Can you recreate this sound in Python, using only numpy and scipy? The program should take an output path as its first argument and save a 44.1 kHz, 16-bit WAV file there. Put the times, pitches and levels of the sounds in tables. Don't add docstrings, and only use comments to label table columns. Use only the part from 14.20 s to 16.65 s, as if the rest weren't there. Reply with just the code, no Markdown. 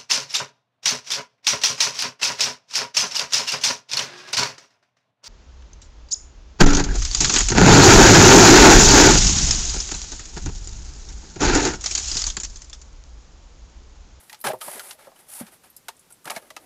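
import sys
import numpy as np
from scipy import signal
from scipy.fft import rfft, irfft
from scipy.io import wavfile

SR = 44100
rng = np.random.default_rng(int(sys.argv[2]) if len(sys.argv) > 2 else 0)


def persist_wave(psi):
    counts = np.round(np.clip(psi, -1, 1) * 32767).astype(np.int16)
    wavfile.write(sys.argv[1], SR, np.atleast_2d(counts).T)


def rack_gain(trim_db):
    fader = np.asarray(trim_db, float)
    return 10 ** (fader / 20)


N = 108045
TAIL = 6000


def rms_one(x):
    return x / np.sqrt(np.mean(x ** 2) + 1e-20)


def peak_one(x):
    return x / np.abs(x).max()


def band(x, low_hz, high_hz):
    edges = [low_hz, min(high_hz, .45 * SR)]
    return signal.sosfilt(signal.butter(2, edges, "band", fs=SR, output="sos"), x)


def ring(x, hz, t60):
    radius, angle = rack_gain(-60 / (t60 * SR)), 2 * np.pi * hz / SR
    return signal.lfilter([0, np.sin(angle)], [1, -2 * radius * np.cos(angle), radius * radius], x + 1e-18)


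def coloured(x, spectrum):
    hz, db = np.transpose(spectrum)
    f = np.fft.rfftfreq(len(x), 1 / SR) + 1
    gain = rack_gain(np.interp(np.log(f), np.log(hz), db))
    return rms_one(irfft(rfft(x) * gain, len(x)))


def add(out, s, sound):
    i = int(s * SR)
    out[i:i + len(sound)] += sound[:len(out) - i]


def contact(chatter_db=0):
    t = np.arange(TAIL) / SR
    cabin = rack_gain(-15 - 60 * t / 0.073)
    near = rack_gain(-14 + chatter_db - 60 * t / 0.021)
    onset = np.clip(t / 0.00096, 0, 1) ** 2
    x = (cabin + near) * rng.standard_normal(TAIL) * onset / 2
    x[2] += 1
    return x


# f/Hz, level/dB, t60/s
BOX_MODES = [(228, -4.5, 0.034), (387, -12, 0.16), (545.5, -5, 0.077), (624, -1.5, 0.047),
             (770, -5.5, 0.075), (880, 1, 0.056), (946, 8.5, 0.013), (1174, -2, 0.035), (1230, -5, 0.069),
             (1410, 1.5, 0.016), (1660, -2.5, 0.045), (1984, 5.5, 0.0077)]


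def hollow_box(x, spread_db, t60_scale=1):
    out, sign = 0, 1
    for hz, db, t60 in BOX_MODES:
        strength = rack_gain(db + spread_db * rng.normal())
        out = out + sign * strength * ring(x, hz, t60 * t60_scale)
        sign = -sign
    return out


# t/s, length/s, hiss level at start/dB, at end/dB, box rumble over hiss/dB
SLIDING_STROKES = [(-.02, 0.13, -51, -65.5, -6), (0.08, 0.048, -58, -55.5, -5),
                   (0.239, 0.034, -29.5, -30.5, 3), (0.261, 0.058, -41.5, -49, 10),
                   (0.403, 0.18, -38, -41.5, -8), (0.595, 0.13, -45, -43.5, -6.5),
                   (0.778, 0.092, -57.5, -59, 4), (0.948, 0.16, -58, -67, -1), (.986, .014, -50, -52, -4),
                   (1.071, 0.071, -50.5, -39.5, -13.5), (1.139, 0.068, -40, -38.5, -14.5),
                   (1.194, 0.03, -52, -60, 12), (1.23, 0.057, -60.5, -53.5, 0.5),
                   (1.31, 0.04, -50.5, -54, -4), (1.432, 0.041, -51.5, -60.5, 0.5),
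                   (1.896, 0.013, -52, -51.5, -7.5), (0.326, 0.038, -59, -61, 0),
                   (0.454, 0.09, -47.5, -44.5, -2.5), (0.534, 0.051, -52, -53.5, 8),
                   (2.064, 0.021, -39, -46.5, 6.5), (2.086, 0.091, -55.5, -45, 2.5),
                   (2.204, 0.097, -57.5, -64.5, -0.5), (2.386, .09, -64, -60, -2)]
# f/Hz, level/dB per Hz
FRICTION_SPECTRUM = [(700, -43), (1300, -11.5), (6500, -7), (8500, 0.5), (10300, 5.5), (12500, -0.5),
                     (15000, -9), (16500, -34)]


def pouch_slides():
    attack_s, release_t60_s = .016, 0.096
    grains_per_s, grain_spread_db = 24000, 2.0
    t = np.arange(N) / SR
    hiss_power, rumble_power = np.zeros(N), np.zeros(N)
    for s, length, start_db, end_db, box_db in SLIDING_STROKES:
        level = np.interp(t, [s, s + length], [start_db, end_db])
        level = level - 60 * np.clip(t - s - length, 0, 1) / release_t60_s
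        gain = rack_gain(level) * np.clip((t - s) / attack_s, 0, 1)
        hiss_power += gain ** 2
        rumble_power += (gain * rack_gain(box_db)) ** 2

    present = rng.random((2, N)) < grains_per_s / SR
    height = rack_gain(grain_spread_db * rng.exponential(1, (2, N)))
    grains = present * height * rng.choice([-1, 1], (2, N))
    judder = rms_one(band(rng.standard_normal(N), 12, 60))

    hiss = coloured(grains[0], FRICTION_SPECTRUM)
    rumble = band(rms_one(hollow_box(grains[1], spread_db=0, t60_scale=.5)), 400, 6600)
    scrape = rack_gain(-7.5) * rms_one(band(grains[1], 830, 5000))
    hiss = rack_gain(1.0 * judder) * np.sqrt(hiss_power) * hiss
    return hiss + rack_gain(1.6 * judder) * np.sqrt(rumble_power) * (rumble + scrape)


def knocks(rows, chatter_db):
    out = np.zeros(N)
    for s, db, hz, ring_db, snap_db in rows:
        x = contact(chatter_db)
        panel = band(ring(x, hz, .022), .5 * hz, 2.6 * hz)
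        box = band(hollow_box(x, spread_db=2.5), .5 * hz, 1.7 * hz)
        low = peak_one(panel) + 2 * rack_gain(-8) * peak_one(box)
        crack = band(band(x, 1400, 6500), 700, 11000)
        snap = band(x, 7600, 13600)
        high = peak_one(crack) + rack_gain(snap_db) * peak_one(snap)
        add(out, s, rack_gain(db) * (rack_gain(2.5 + ring_db) * low + rack_gain(-1) * high))
    return out


# t/s, crack peak level/dB, main ring f/Hz, ring over crack/dB, snap over crack/dB
POUCH_IMPACTS = [(0.0966, -29, 1680, -22, -2), (0.129, -25.5, 810, -32, -3), (0.1454, -28, 930, -29, -10),
                 (0.2414, -22.5, 1350, -3, 4), (0.2473, -19, 950, -12.5, -8), (0.2554, -24, 1626, -10, -9),
                 (0.2716, -16, 780, -14.5, -17), (0.2874, -26, 580, -3, 9), (0.3334, -37, 640, 11.5, 7),
                 (0.413, -21.5, 1230, -16, -7), (0.4804, -41, 900, 4, 1), (0.5644, -44, 580, 3.5, -2),
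                 (0.5953, -19.5, 1404, -12.5, 0.5), (0.7095, -22, 945, -32, -18),
                 (0.7914, -47, 1320, -4, -5), (0.8714, -48, 624, 7, -17), (0.9174, -51, 760, 1.5, -3),
                 (0.9906, -44, 603, -22, 5.5), (1.267, -35, 1370, -19, -4), (1.4466, -50, 880, -14, -1)]


def pouch_knocks():
    return knocks(POUCH_IMPACTS, chatter_db=-4.5)


# t/s, crack peak level/dB, main ring f/Hz, ring over crack/dB, snap over crack/dB
LID_IMPACTS = [(1.6836, -22.5, 1806, -12, 4.5), (1.6874, -23.5, 910, -20.5, -41),
               (2.0444, -56, 1240, -18, 24), (2.0552, -27, 1204, -10, 4.5), (2.0757, -37, 1310, -3, -8),
               (2.0784, -33, 900, -6, -10), (2.0991, -18, 1155, -17, -39), (2.1034, -19, 700, -14, 5),
               (2.1134, -30.5, 1115, -1, -16), (2.1184, -43, 1180, -9, 18), (2.1524, -34, 1360, -18, -10),
               (2.1625, -21.5, 1740, -11.5, -1), (2.1684, -28.5, 642, -6, -8),
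               (2.2238, -46.5, 595, -3.5, -12), (2.3037, -29.5, 680, -17.5, -1),
               (2.365, -24, 1266, -13, -2), (2.3684, -39, 860, -6, -10)]


def lid_knocks():
    return band(knocks(LID_IMPACTS, chatter_db=4), 20, 11500)


def panels(rows, attack_s, sag_hz, roughness):
    out, t = np.zeros(N), np.arange(2 * TAIL) / SR
    for s, db, hz, t60 in rows:
        fall = rack_gain(-60 * t / t60)
        phase = 2 * np.pi * np.cumsum(hz + sag_hz * fall) / SR
        add(out, s, rack_gain(db) * fall * np.clip(t / attack_s, 0, 1) * np.sin(phase))
    flutter = rms_one(band(rng.standard_normal(N), 50, 300))
    return out * (1 + roughness * flutter)


# t/s, peak level/dB, f/Hz, t60/s
PANEL_MODES = [(.0968, -41, 1870, 0.05), (.0968, -43, 2450, 0.052), (0.12, -46, 870, 0.036),
               (.1295, -38, 2030, .03), (.133, -36.5, 850, 0.059), (.248, -22.5, 870, 0.058),
               (.2715, -23.5, 790, 0.047), (.271, -19, 1640, 0.025), (.276, -28, 550, 0.065),
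               (.2985, -22.5, 810, 0.056), (.2983, -18, 622, .1), (.255, -26, 420, .06),
               (.262, -30, 3000, .04), (.962, -50, 3000, 0.038), (.335, -24.5, 624, 0.059),
               (.334, -27, 900, 0.068), (.415, -30.5, 1260, 0.066), (.414, -33, 3130, 0.038),
               (.414, -37, 600, 0.058), (.481, -30, 586, 0.071), (.572, -36, 610, .05),
               (.598, -33, 1400, .06), (.752, -48, 630, 0.056), (.87, -39, 564, 0.047),
               (.917, -51, 800, 0.048), (1.685, -36, 904, 0.071), (1.686, -41.5, 714, 0.076),
               (1.685, -36.5, 1070, 0.048), (1.684, -42, 3300, .04), (1.684, -40, 2200, 0.046),
               (2.047, -41, 1230, 0.048), (2.074, -27, 1350, 0.033), (2.078, -32.5, 774, 0.043),
               (2.099, -29.5, 2250, .04), (2.101, -35, 590, 0.045), (2.114, -27, 2270, 0.027),
               (2.132, -38, 640, 0.065), (2.163, -29, 2200, 0.041), (2.165, -27.5, 650, 0.04),
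               (2.305, -35.5, 2000, 0.029), (2.304, -41.5, 630, 0.085), (2.304, -37, 1150, 0.036),
               (2.3665, -28.5, 790, 0.026), (2.366, -34, 2620, .035), (2.376, -53, 950, 0.042)]


def panel_rings():
    return panels(PANEL_MODES, attack_s=0.0016, sag_hz=3.2, roughness=.3)


# t/s, peak level/dB, f/Hz, t60/s
SOFT_DROPS = [(1.2086, -26, 220, .095), (1.211, -43, 730, .06), (1.21, -43, 1250, .05),
              (.334, -41, 113, 0.084), (.484, -46, 170, 0.055), (1.688, -44, 390, 0.064),
              (2.1, -42, 199, .09), (2.366, -47.5, 303, 0.054), (1.18, -44, 920, .09),
              (1.223, -33.5, 176, 0.077), (1.212, -41, 525, 0.061), (.262, -34, 128, .15),
              (.245, -33, 215, 0.14), (.335, -28.5, 370, 0.076), (0.34, -35, 515, 0.13),
              (.552, -37.5, 246, 0.041), (.472, -39.5, 298, 0.066), (2.165, -34.5, 202, 0.048),
              (1.905, -48.5, 1400, 0.053), (1.907, -53, 900, 0.044), (2.056, -43, 141, .08),
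              (.832, -50, 410, 0.056)]


def thuds():
    return panels(SOFT_DROPS, attack_s=0.0031, sag_hz=28, roughness=.15)


# t/s, peak level/dB, main ring f/Hz, ring over snap/dB
STRAP_TICKS = [(.191, -46, 10500, -8), (0.203, -33, 12100, -21), (0.2131, -26, 12700, -14),
               (.334, -34, 14100, -13), (0.388, -41.5, 11500, -18), (.9607, -52, 10900, -18),
               (1.501, -41.5, 12400, -3.5), (1.5652, -27.5, 11740, -21), (1.5657, -49.5, 5030, -1.5),
               (1.5664, -41.5, 7570, -5.5), (.2122, -43.5, 5000, -15), (1.767, -44, 9400, -16),
               (1.7942, -43.5, 10470, -5), (1.7943, -43.5, 7970, -9), (1.8034, -52, 10300, -2),
               (1.9095, -48, 10300, -4), (1.9237, -45.5, 8370, 3), (1.9238, -34.5, 10640, -9),
               (1.941, -44, 10800, -12)]


def strap():
    out, t60_s = np.zeros(N), .028
    for s, db, hz, ring_db in STRAP_TICKS:
        x = contact(chatter_db=-4)
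        tone = peak_one(ring(x, hz, t60_s) + rack_gain(-10) * ring(x, hz / 1.4, t60_s))
        snap = peak_one(band(band(x, 0.753 * hz, 1.105 * hz), 0.44 * hz, 1.3 * hz))
        add(out, s, rack_gain(db) * (rack_gain(ring_db) * tone + snap))
    return out


# t/s, level/dB
HINGE_GROAN = [
    (2.04, -88),
    (2.06, -47.5),
    (2.2, -60),
    (2.36, -64.5),
    (2.43, -55.5),
]


def hinge():
    s, db = np.transpose(HINGE_GROAN)
    groan = rms_one(band(band(rng.standard_normal(N), 220, 750), 220, 750))
    return rack_gain(np.interp(np.arange(N) / SR, s, db)) * groan


# f/Hz, level/dB per Hz
NOISE_SPECTRUM = [(20, -10), (150, -1), (540, -5), (1300, -8.5), (2800, -11.5), (11000, -13.5),
                  (13500, -16), (16500, -27)]


def microphone_hiss():
    return rack_gain(-60) * coloured(rng.standard_normal(N), NOISE_SPECTRUM)


def scene():
    mono = pouch_slides() + pouch_knocks() + lid_knocks()
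    mono = mono + panel_rings() + thuds() + strap() + hinge()
    mono = signal.sosfilt(signal.butter(4, 98, "high", fs=SR, output="sos"), mono)
    mono = mono + microphone_hiss()
    return np.array([mono, mono])


def low_pass(x):
    return signal.sosfilt(signal.butter(12, 16670, fs=SR, output="sos"), x)


def record(dry):
    limit, cutoff_hz = .3, 15850
    rounded = limit * np.tanh(dry / limit)
    mix = signal.sosfilt(signal.cheby2(12, 30, cutoff_hz, fs=SR, output="sos"), rounded)
    return low_pass(mix)


dry = scene()
out = record(dry)
persist_wave(out)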